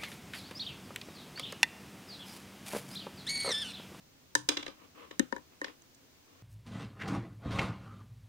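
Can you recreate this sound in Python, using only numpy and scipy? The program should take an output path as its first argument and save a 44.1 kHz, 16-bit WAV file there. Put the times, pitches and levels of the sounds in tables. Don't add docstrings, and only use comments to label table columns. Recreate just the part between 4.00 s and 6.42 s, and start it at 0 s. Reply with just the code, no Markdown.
import sys
import numpy as np
from scipy import signal
from scipy.fft import rfft, irfft, next_fast_len
from scipy.io import wavfile
from scipy.ndimage import map_coordinates

SR = 44100
rng = np.random.default_rng(int(sys.argv[2]) if len(sys.argv) > 2 else 0)


def to_wav(s):
    ch = np.atleast_2d(s).T
    pcm = np.round(np.clip(ch, -1, 1) * 32767)
    wavfile.write(sys.argv[1], SR, pcm.astype(np.int16))


N = 106854


def amp(db):
    return 10 ** (np.asarray(db) / 20)


def unit(x):
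    return x / np.sqrt(np.mean(x ** 2) + 1e-20)


def fade(t, fade_s):
    return np.exp(-np.log(1000) * t / fade_s)


def along(points, hz):
    known_hz, *columns = np.transpose(points)
    return np.array([np.interp(np.log(hz + 1), np.log(known_hz + 1), column) for column in columns])


def filtered(x, response):
    size = x.shape[-1]
    padded = next_fast_len(size + 8192)
    return irfft(rfft(x, padded) * response(np.fft.rfftfreq(padded, 1 / SR)), padded)[..., :size]


def noise(colour, size, tilt_db=0, tilt_from_hz=530):
    def response(hz):
        octaves = np.log2(np.maximum(hz / tilt_from_hz, 1))
        return amp(along(colour, hz) + tilt_db * octaves)
    white = rng.standard_normal((len(colour[0]) - 1, size))
    return unit(filtered(white, response))


def add(track, start_s, sound):
    i = max(round(start_s * SR), 0)
    track[:, i:i + sound.shape[1]] += sound[:, :N - i]


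def room_hush(shared_db=-65, side_db=-66):
    # (frequency [Hz], relative level [dB])
    shared_colour = [(20, -11), (45, -21.5), (75, -0.5), (110, -5.5), (190, -11), (265, -1.5), (350, -8),
                     (600, -12.5), (1100, -16.5), (6400, -19), (8200, -25), (13500, -30.5), (15100, -16.5),
                     (15700, -25), (16200, -38)]
    # (frequency [Hz], relative level [dB])
    side_colour = [(20, -28), (90, -11.5), (190, -13.5), (265, -12), (400, -14), (1100, -19.5), (6400, -21),
                   (8500, -29), (13500, -31.5), (15100, -22), (15700, -24), (16200, -43)]
    shared = amp(shared_db) * noise(shared_colour, N)
    side = amp(side_db) * noise(side_colour, N)
    return shared + side * np.array([[1], [-1]])


def hand_rumble(right_db=-5):
    # (time [s], level [dB])
    movement = [(0, -72), (.34, -68.5), (.39, -65), (.52, -59), (.7, -76.5), (.85, -74), (1.05, -72),
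                (1.3, -66), (1.5, -70), (2.42, -88)]
    # (frequency [Hz], relative level [dB])
    colour = [(25, -33), (75, -10.5), (125, -10.5), (180, -8.5), (400, -63), (2000, -60)]
    level_db = np.interp(np.arange(N) / SR, *np.transpose(movement))
    return amp(level_db) * noise(colour, N) * amp([[0], [right_db]])


def low_hum(start_s=0.347, hz=126.9, rise_s=0.021, fade_s=0.62, gain_db=-45.5, right_db=-6):
    t = np.maximum(np.arange(N) / SR - start_s, 0)
    shape = (1 - np.exp(-t / rise_s)) * fade(t, fade_s)
    return amp(gain_db) * shape * np.sin(2 * np.pi * hz * t) * amp([[0], [right_db]])


def needle_clicks(ring_room_db=-12, chatter_room_db=-0.5, tight_from_s=1.15, tight_db=-5):
    # (time [s], six strengths from low to high: body, knock, clack, ring, ping, sparkle [dB],
    # chatter level [dB], chatter tilt [dB per octave], lean to the left [dB], clack pitch [Hz])
    hits = [(0.352, -23.5, -16, -18, -12, -14.5, -16.5, -28.5, 10, 0.75, 1780),
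            (0.4888, -22, -25.5, -29.5, -10.5, -10, -20, -21.5, 3.5, 3.1, 1787),
            (0.5702, -31, -40, -36, -23.5, -25, -44, -29.5, 0.5, 1, 1790),
            (0.627, -36.5, -39, -42.5, -43, -52, -49, -39, -2.5, -0.8, 1806),
            (0.6639, -34.5, -50, -42, -30, -57, -46, -36.5, -5.5, 1, 1790),
            (.6785, -32, -44, -45, -59, -68, -53, -42, -0.5, 1.4, 1820),
            (1.1098, -37.5, -51, -51, -44, -62, -70, -47, -1, 1, 1790),
            (1.195, -19.5, -27.5, -18, -20.5, -23, -25.5, -36, -4, -1.8, 1822),
            (1.3248, -23.5, -19.5, -26, -38, -34.5, -45.5, -42.5, -5.5, 1.5, 1810),
            (1.3635, -31, -26, -35, -41.5, -45, -49, -47, -9, 0.26, 1737),
            (1.381, -51, -35, -51, -62, -57, -61, -62, -13, 0.29, 1840),
            (1.6151, -23.5, -26, -21.5, -46.5, -45, -50.5, -57, 10, -5.4, 1840),
            (1.6438, -29.5, -34.5, -28.5, -55, -26.5, -45.5, -38, -0.5, 0.13, 1830),
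            (1.6813, -42, -54, -40.5, -56, -58, -69, -52.5, -4, 0, 1860),
            (1.8208, -68, -72, -74, -63, -70, -54.5, -67, -5, 0.72, 1850),
            (1.9469, -70, -77, -79, -60, -64, -54.5, -58.5, 13.5, 0.77, 1780)]
    out, t = np.zeros((2, N)), np.arange(SR // 4) / SR
    for start_s, *strengths_db, chatter_db, tilt_db, lean_db, clack_hz in hits:
        ringing = ring(t, strengths_db, lean_db, clack_hz)
        skid = amp(chatter_db) * chatter(t, tilt_db)
        to_room_db = ring_room_db + tight_db * (start_s > tight_from_s)
        add(out, start_s, ringing + skid)
        add(out, start_s, room_echo(amp(to_room_db) * ringing + amp(chatter_room_db) * skid))
    return out


def ring(t, strengths_db, lean_db, clack_hz, usual_clack_hz=1795, left_lag_s=0.0003598):
    # (frequency [Hz], left [dB], right [dB], fade time [s])
    tones = [(300, -5.5, -19.5, 0.09), (397.4, -8.5, -18, 0.05), (533.2, -5.5, -34.5, 0.065),
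             (955, -0.5, -5, 0.031), (965, -14.5, -1, 0.017), (1521, 7, -8.5, 0.011),
             (1784, 3.5, -8, 0.033), (2090, -17, -30, 0.03), (3050, -33, -17, 0.047),
             (3864, -58, -4, 0.026), (4923, -23, -0.5, 0.014), (6360, -2.5, 6.5, 0.01),
             (7510, -17, 1.5, 0.012), (8960, -15, -1, 0.016), (10450, -33, -10, 0.02),
             (12100, -21, -14.5, .012), (14900, -13, -12, 0.0084)]
    strength_hz = [530, 980, 1700, 3900, 5000, 6300]
    hz, left_db, right_db, fade_s = np.transpose(tones)
    strength_db = np.interp(np.log(hz), np.log(strength_hz), strengths_db)
    in_clack = (hz > 1300) & (hz < 2400)
    hz = np.where(in_clack, hz * clack_hz / usual_clack_hz, hz)
    level_jitter, pitch_jitter = rng.standard_normal((2, len(hz)))
    hz = hz * (1 + 0.004 * pitch_jitter)
    strength_db = strength_db + 1.82 * level_jitter
    age = np.maximum(np.array([t - left_lag_s, t]), 0)[:, None]
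    cycles = hz[:, None] * age
    rise = 1 - np.exp(-cycles)
    waves = np.sin(2 * np.pi * cycles) * fade(age, fade_s[:, None]) * rise
    gains = amp(np.array([left_db + lean_db, right_db - lean_db]) + strength_db)
    signs = (-1) ** np.arange(len(hz))
    return ((gains * signs)[..., None] * waves).sum(axis=1)


def chatter(t, tilt_db, rise_s=0.0008, hold_s=0.0046, fade_s=0.021):
    # (frequency [Hz], relative left level [dB], relative right level [dB])
    colour = [(100, -10, -56), (308, -13, 21), (565, 15, -6), (1120, 1.5, 8), (2240, -16, 19.5),
              (2870, 16, 15.5), (3940, 19.5, 3.5), (5000, -10.5, 16.5), (5400, 9, 7), (6900, 3.5, 8),
              (9650, -39, -6.5), (12500, -21, -97), (16000, -13, -23)]
    shape = (1 - np.exp(-t / rise_s)) * fade(np.maximum(t - hold_s, 0), fade_s)
    return noise(colour, len(t), tilt_db) * shape


def room_echo(sound, build_s=0.011, wall_s=0.038, wall_spread_s=0.0032, wall_db=0.5):
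    # (frequency [Hz], fade time [s])
    fade_times = [(130, 0.19), (400, 0.11), (1200, 0.23), (4000, 0.19), (12000, 0.23)]
    # (frequency [Hz], left level [dB], right level [dB])
    colour = [(130, 17, 6), (310, 8, -7), (580, 1.5, -7), (1050, 2, 6), (1840, -9.5, -7.5),
              (3880, -5, -5.5), (8100, -19.5, -5), (10600, -8, -3), (13000, -14, -20)]
    # (frequency [Hz], level [dB], fade time [s])
    room_tones = [(302.9, -48, 0.23), (505, -46, 0.18), (969, -80, 0.78), (1340, -58, 0.53)]
    band_hz, frame_s, bands = signal.stft(rng.standard_normal((2, SR // 2)), SR, nperseg=256)
    bands = bands * fade(frame_s, along(fade_times, band_hz).T)
    tail = signal.istft(bands, SR, nperseg=256)[1]
    t = np.arange(tail.shape[1]) / SR
    wall_swell = np.exp(-.5 * ((t - wall_s) / wall_spread_s) ** 2)
    tail = tail * amp(wall_db * wall_swell)
    tail = filtered(tail / np.linalg.norm(tail[0]), lambda hz: amp(along(colour, hz)))
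    standing = sum(amp(db) * np.sin(2 * np.pi * hz * t) * fade(t, fade_s) for hz, db, fade_s in room_tones)
    standing = standing * amp([[0], [-30]])
    echo = (tail + standing) * (1 - np.exp(-t / build_s))
    return signal.fftconvolve(sound.sum(axis=0)[None], echo, axes=1)


def sliding(rise_share=0.17, fall_s=0.026, grain_db=1.5, grains_per_s=140):
    # (start [s], length [s], level [dB])
    strokes = [(0.486, 0.028, -39.5), (0.564, 0.012, -44), (0.686, 0.016, -58), (0.767, 0.088, -59),
               (0.944, .11, -51.5), (1.108, 0.01, -52), (1.513, 0.02, -61.5), (1.615, 0.08, -52),
               (2.249, 0.18, -66.5)]
    # (frequency [Hz], relative left level [dB], relative right level [dB])
    colour = [(119, -18, -15), (296, 16, -31), (390, 5, -3), (490, 12.5, -5), (860, -6.5, -4),
              (1060, 10, 6), (1490, -5, -2), (2780, -3, -1.5), (5560, -31.5, -20), (11000, -44, -23)]
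    t, loudness = np.arange(N) / SR, np.zeros(N)
    for start_s, length_s, db in strokes:
        rise = 1 - np.exp(-np.maximum(t - start_s, 0) / (rise_share * length_s))
        fall = np.exp(-np.maximum(t - start_s - length_s, 0) / fall_s)
        loudness += amp(db) * rise * fall
    grain = map_coordinates(rng.standard_normal(N // 10), [t * grains_per_s])
    return loudness * unit(noise(colour, N) * amp(grain_db * grain))


def hand_bumps(hz=276.5, peak_s=0.0068, width_s=0.0037, right_db=-36, room_db=-22):
    # (time [s], level [dB])
    bumps = [(1.196, -12), (1.326, -26)]
    out, t = np.zeros((2, N)), np.arange(SR // 10) / SR
    swell = np.exp(-.5 * ((t - peak_s) / width_s) ** 2) * (1 - np.exp(-2 * hz * t))
    bump = swell * np.sin(2 * np.pi * hz * t) * amp([[0], [right_db]])
    for start_s, db in bumps:
        add(out, start_s, amp(db) * bump)
        add(out, start_s, room_echo(amp(db + room_db) * bump))
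    return out


def scene():
    return needle_clicks() + hand_bumps() + low_hum() + sliding() + room_hush() + hand_rumble()


def record(dry):
    top_hz = 16300
    return filtered(dry, lambda hz: 1 / (1 + (hz / top_hz) ** 120))


dry = scene()
out = record(dry)
to_wav(out)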